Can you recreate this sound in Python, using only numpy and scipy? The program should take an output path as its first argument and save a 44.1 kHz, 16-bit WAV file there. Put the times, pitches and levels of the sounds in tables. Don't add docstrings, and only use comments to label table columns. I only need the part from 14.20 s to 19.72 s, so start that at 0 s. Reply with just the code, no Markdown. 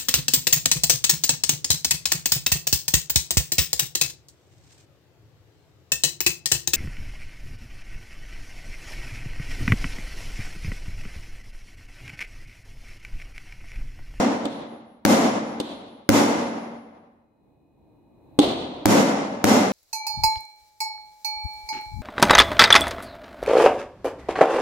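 import sys
import numpy as np
from scipy import signal
from scipy.fft import rfft, irfft, next_fast_len
from scipy.io import wavfile
from scipy.ndimage import uniform_filter1d, map_coordinates

SR = 44100
rng = np.random.default_rng(int(sys.argv[2]) if len(sys.argv) > 2 else 0)


def persist_wave(psi):
    counts = np.round(np.clip(psi, -1, 1) * 32767).astype(np.int16)
    wavfile.write(sys.argv[1], SR, np.atleast_2d(counts).T)


def gain_from_db(level_db):
    decades = np.asarray(level_db, float) / 20
    return 10 ** decades


N = 243431

# (time [s], crack peak [dB], thump [dB], room [dB], brightness [dB per octave])
BLOWS = [
    (-.14, -6, 0, -13.5, -1.5),
    (0.8506, -4, -8.5, -11.5, -0.3),
    (1.8900, -4.5, -6.5, -12, 0.1),
    (4.656, -5, -8.5, -11.5, 0.2),
    (5.2413, -5, -9, -12, -0.04),
]
# (time [s], crack peak [dB], thump [dB], room [dB], brightness [dB per octave])
TAPS = [
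    (.2530, -30.5, -20.5, -37, 1.5),
    (1.4, -27, -16.5, -33.5, 2),
    (4.189, -16, -4.5, -18.5, 1.5),
]
# (frequency [Hz], left-right likeness [-1 to 1])
NEAR_LIKENESS = [(60, 0.38), (130, -0.38), (290, 1), (640, -0.036), (1410, 0.36), (3100, 0.21),
                 (6820, 0.08), (15000, -0.073)]


def unit(x):
    return x / np.sqrt(np.mean(x ** 2) + 1e-20)


def along(points, hz):
    f, v = np.transpose(points)
    return np.interp(np.log(hz + 1), np.log(f + 1), v)


def wobble(rate, size):
    knots = rng.standard_normal(int(size * rate / SR) + 4)
    return map_coordinates(knots, [np.arange(size) * rate / SR])


def half_angle(likeness, hz):
    return np.arccos(np.clip(along(likeness, hz), -1, 1)) / 2


def rush(spectrum, likeness, size, fade=lambda hz, t: 0 * t):
    # (frequency [Hz], left minus right [dB])
    lean_points = [(60, 0.5), (110, 0), (200, 0.5), (380, 0.5), (700, 0.5), (1290, 1), (2380, 0.5),
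                   (4400, -0.5), (8120, 0), (15000, 2.5)]
    hz, t, z = signal.stft(rng.standard_normal((2, size)), SR, nperseg=2048)
    turn = half_angle(likeness, hz)[:, None]
    common, apart = z[0] * np.cos(turn), z[1] * np.sin(turn)
    pair = np.array([common + apart, common - apart])
    colour = unit(gain_from_db(along(spectrum, hz)))[:, None]
    lean = gain_from_db(np.multiply.outer([.5, -.5], along(lean_points, hz)))[..., None]
    shaped = pair * colour * lean * gain_from_db(fade(hz[:, None], t))
    return signal.istft(shaped, SR, nperseg=2048)[1][:, :size]


def since_contact():
    t = np.arange(N) / SR
    times = np.sort([row[0] for row in BLOWS + TAPS])
    last = np.searchsorted(times, t) - 1
    return last, t - times[last]


def hiss():
    hiss_db, climb_db_per_s, hold_s = -92, 6, 1.5
    t = np.arange(N) / SR
    times = np.array([row[0] for row in BLOWS])
    since = t - times[np.searchsorted(times, t) - 1]
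    level_db = hiss_db + climb_db_per_s * np.maximum(since - hold_s, 0)
    return gain_from_db(level_db) * rng.standard_normal((2, N))


def hum():
    # (frequency [Hz], density [dB per Hz])
    rumble_colour = [(15, -39.5), (25, -9), (89, -4.5), (223, -8), (301, -2), (405, -12), (936, -17.5),
                     (1400, -39.5), (2480, -37.5), (3160, -48), (3920, -36.5), (4870, -56), (16000, -47.5)]
    # (frequency [Hz], left-right likeness [-1 to 1])
    rumble_likeness = [(60, 1), (240, 0.36), (950, 0.6), (3770, -0.35), (15000, -0.05)]
    # (frequency [Hz], level [dB rms])
    whines = [(2460, -91.5), (2509, -88.5), (2902, -101), (4032, -92.5)]
    ducked_db, hold_s, recover_db_per_s = -66.5, .85, 10
    t = np.arange(N) / SR
    whine = np.zeros(N)
    for hz, db in whines:
        level = gain_from_db(db + 60.5 + 1.2 * wobble(6, N))
        whine += level * np.sin(2 * np.pi * hz * t + 0.89 * wobble(20, N))
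    rumble = rush(rumble_colour, rumble_likeness, N) * gain_from_db(1.7 * wobble(8.0, N))
    since = since_contact()[1]
    gain = gain_from_db(ducked_db + recover_db_per_s * np.maximum(since - hold_s, 0))
    return gain * (rumble + whine)


def desk():
    # (frequency [Hz], level relative to the room [dB], decay t60 [s])
    hollow_modes = [(230.8, -20.5, 1.9), (277, -21.5, 1.7), (565, -30.5, 1.0)]
    t = np.arange(N) / SR
    out = np.zeros(N)
    for start_s, _, _, room_db, _ in BLOWS:
        since = np.maximum(t - start_s, 0)
        build_up = 1 - np.exp(-since / 0.067)
        for hz, db, t60 in hollow_modes:
            level_db = room_db + 11 + db + rng.normal(0, 1.3) + 0.53 * wobble(13, N)
            decay_db = 60 * since / t60 + 7 * since ** 2
            tone = np.sin(2 * np.pi * hz * since + 1.4 * wobble(9.8, N))
            out += gain_from_db(level_db - decay_db) * build_up * tone
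    return out


def head():
    # (frequency [Hz], level [dB])
    head_modes = [(10650, 1.5), (10045, -16)]
    # (start [dB], twin share [0-1], first beat crest after contact [s], lower mode [dB])
    rings = [
        (-57, .5, .31, 3),
        (-65, 0.8, .11, 2),
        (-51, .45, .28, -6),
        (-65, 0.6, 0.16, -6.5),
        (-48, .25, .36, -19.5),
        (-68, .5, .22, -15),
        (-52, 0.2, 0.28, -12),
        (-50, .5, 0.12, -10),
    ]
    twin_hz, t60_s, rise_s = 5.5, 2, 0.046
    lean_start_db, lean_db_per_s = 3, 24
    grip_db_per_s2 = 23.5
    t = np.arange(N) / SR
    drift = np.array([wobble(3.7, N), wobble(4.6, N)])
    last, since = since_contact()
    start_db, share, crest, lower_db = np.array(rings)[last].T
    upper, lower = (gain_from_db(db) * np.exp(1j * (2 * np.pi * hz * t + 0.47 * drift)) for hz, db in head_modes)
    beat = 1 + np.clip(share, 0, 1) * np.exp(2j * np.pi * twin_hz * (since - crest))
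    lean_db = np.multiply.outer([.5, -.5], lean_start_db + lean_db_per_s * since)
    level_db = start_db - 60 * since / t60_s - grip_db_per_s2 * since ** 2 + lean_db
    build_up = 1 - np.exp(-since / rise_s)
    return gain_from_db(level_db) * build_up * (beat * upper + gain_from_db(lower_db) * lower).imag


def ringing(modes, t, spread_db):
    out = np.zeros((2, len(t)))
    for hz, db, t60 in modes:
        lag = half_angle(NEAR_LIKENESS, hz) * rng.choice([-1, 1]) * np.array([[1], [-1]])
        level_db = db + rng.normal(0, spread_db, (2, 1)) - 60 * t / t60
        out += gain_from_db(level_db) * np.sin(2 * np.pi * hz * t + lag)
    return out


def contact(row, modes, crack_colour, room_colour, peaks, crack_t60, lasting, swell, length):
    # (delay [s], level [dB])
    walls = [(.0019, 3), (.0112, -7), (.0134, -17), (0.022, -29.5)]
    # (frequency [Hz], decay t60 [s])
    room_t60 = [(60, 2.45), (250, 1.296), (700, 1.71), (2000, 1.45), (5000, 1.072), (9000, 0.74),
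                (15000, 0.57)]
    # (frequency [Hz], left-right likeness [-1 to 1])
    room_likeness = [(60, 0.81), (130, 0.89), (290, 0.93), (640, 0.36), (1410, -0.12), (3100, -0.027),
                     (6820, -0.0), (15000, -0.23)]
    _, crack_db, thump_db, room_db, tilt_db = row
    t = np.arange(length) / SR
    near = t[:SR // 4]

    def bright(hz, s):
        return tilt_db * np.log2(1 + hz / 2000) + 0 * s

    def tail_fade(hz, s):
        humps = sum(db / (1 + (2 * (hz - centre) / width) ** 2) for centre, width, db in peaks)
        return bright(hz, s) + humps - 60 * s / (lasting * along(room_t60, hz))

    snap = gain_from_db(crack_db - 60 * near / crack_t60) * (1 - np.exp(-near / 0.00028))
    splinters = rush(crack_colour, NEAR_LIKENESS, len(near), bright)
    damping = np.exp(-(near / 0.12) ** 2)
    press = (1 - np.exp(-near / 0.0012)) * damping
    thump = -gain_from_db(thump_db) * ringing(modes, near, spread_db=2.4) * press
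    direct = np.zeros((2, length))
    direct[:, :len(near)] = snap * splinters + thump
    for k, (delay, db) in enumerate(walls):
        scattered = np.roll(splinters, -(k + 1) * SR // 25, axis=1)
        direct[:, round(delay * SR):][:, :len(near)] += gain_from_db(db) * (snap * scattered + 0.14 * thump)

    tail = rush(room_colour, room_likeness, length, tail_fade)
    rise = 0.17 + 0.69 * np.sin(np.pi / 2 * np.clip(t / swell, 0, 1)) ** 2
    lumps = gain_from_db(1.3 * wobble(25, length))
    onset = 1 - np.exp(-t / 0.0016)
    room = gain_from_db(room_db - 7.3 * t ** 2) * rise * lumps * tail * onset
    return np.array([direct, room])


def dropout(room):
    # (frequency [Hz], level relative to the whole sound [dB])
    treble_floor = [(5000, -91.5), (9000, -62.5), (10000, -58), (16000, -54.5)]
    hz, _, z = signal.stft(room, SR, nperseg=1024)
    power = uniform_filter1d(np.abs(z) ** 2, size=16, axis=1)
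    power = np.abs(uniform_filter1d(power, size=3, axis=2)) + 1e-20
    patches = rng.standard_normal((33, z.shape[2] // 4 + 1))
    whim_db = 2.5 * np.kron(patches, np.ones((16, 4)))[:len(hz), :z.shape[2]]
    limit = power.sum(axis=1, keepdims=True) * gain_from_db(along(treble_floor, hz)[:, None] + whim_db) ** 2
    return signal.istft(z / (1 + (limit / power) ** 3), SR, nperseg=1024)[1][:, :N]


def hammer():
    # (frequency [Hz], level [dB], decay t60 [s])
    blow_modes = [(298.6, 1.5, 0.1), (216, -2, 0.1), (545, -8, 0.1), (109.1, -16, 0.98), (760, -3, 0.023),
                  (2020, -20.5, .02)]
    tap_modes = [(293, 2, 0.14), (215, -11.5, 0.12), (388.4, -1, 0.074), (482, -3, 0.049), (817, -6, 0.066),
                 (3575, -17, 0.078), (4500, -25, 0.037), (8250, -6, 0.0076)]
    # (frequency [Hz], density [dB per Hz])
    blow_crack = [(350, -30.5), (600, 1), (1960, -5.5), (2630, -11.5), (4600, -13), (6520, -11.5),
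                  (6900, -16), (11400, -17.5), (15100, -17.5), (16800, -24)]
    tap_crack = [(350, -32), (600, -11), (1080, 2), (1810, -21.5), (3580, 1.5), (4730, -11), (5290, -17),
                 (6340, -16.5), (8500, -17), (13700, -32), (15100, -36), (16800, -51)]
    # (frequency [Hz], density [dB per Hz])
    blow_room = [(18, -69), (30, -49), (101, -28.5), (158, -17.5), (217, -4), (378, -13), (480, -9.5),
                 (533, -15.5), (732, -10), (1660, -22.5), (2050, -23.5), (2670, -26), (6720, -30.5),
                 (15200, -36.5), (16500, -81)]
    tap_room = [(18, -61.5), (30, -29), (176, -14.5), (268, -2.5), (455, -10.5), (493, -9), (904, -15),
                (1700, -31.5), (4180, -22.5), (5030, -34.5), (12700, -47), (15200, -54.5), (16500, -102)]
    # (frequency [Hz], width [Hz], level [dB])
    blow_peaks = [(110, 20, 3.5), (210, 40, 3), (291, 64, 7), (372, 8.2, 3.5), (556, 55, 9.5),
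                  (716, 11, -4.5), (2070, 49, 8), (5660, 510, 6.5), (6900, 600, 7)]
    tap_peaks = [(290, 25, 6.5), (3400, 890, 5.5), (8550, 630, 5)]
    lead = 8820
    length = 70000
    out = np.zeros((2, 2, lead + N + length))

    def place(row, sound):
        start = lead + round(row[0] * SR)
        out[..., start:start + length] += sound

    for row in BLOWS:
        place(row, contact(row, blow_modes, blow_crack, blow_room, blow_peaks,
                           crack_t60=0.0062, lasting=1.018, swell=0.078, length=length))
    for row in TAPS:
        place(row, contact(row, tap_modes, tap_crack, tap_room, tap_peaks,
                           crack_t60=0.022, lasting=0.91, swell=0.056, length=length))
    direct, room = out[..., lead:lead + N + 2048]
    return direct[:, :N] + dropout(room)


def scene():
    return hiss() + hum() + desk() + head() + hammer()


def top_cut(x):
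    return signal.sosfilt(signal.butter(12, 16990, fs=SR, output="sos"), x)


def record(dry):
    # (frequency [Hz], level [dB])
    band_top = [(15700, 0), (16300, -15.5), (17200, -51.5)]
    bass_hz = 42
    mic = signal.lfilter(*signal.butter(2, bass_hz / (SR / 2), "high"), dry)
    soft = mic / (1 + np.abs(mic / 1.1) ** 4) ** (1 / 4)
    m = next_fast_len(N + SR // 4)
    response = gain_from_db(along(band_top, np.fft.rfftfreq(m, 1 / SR)))
    limited = irfft(rfft(soft, m) * response, m)[:, :N]
    return top_cut(limited)


dry = scene()
out = record(dry)
persist_wave(out)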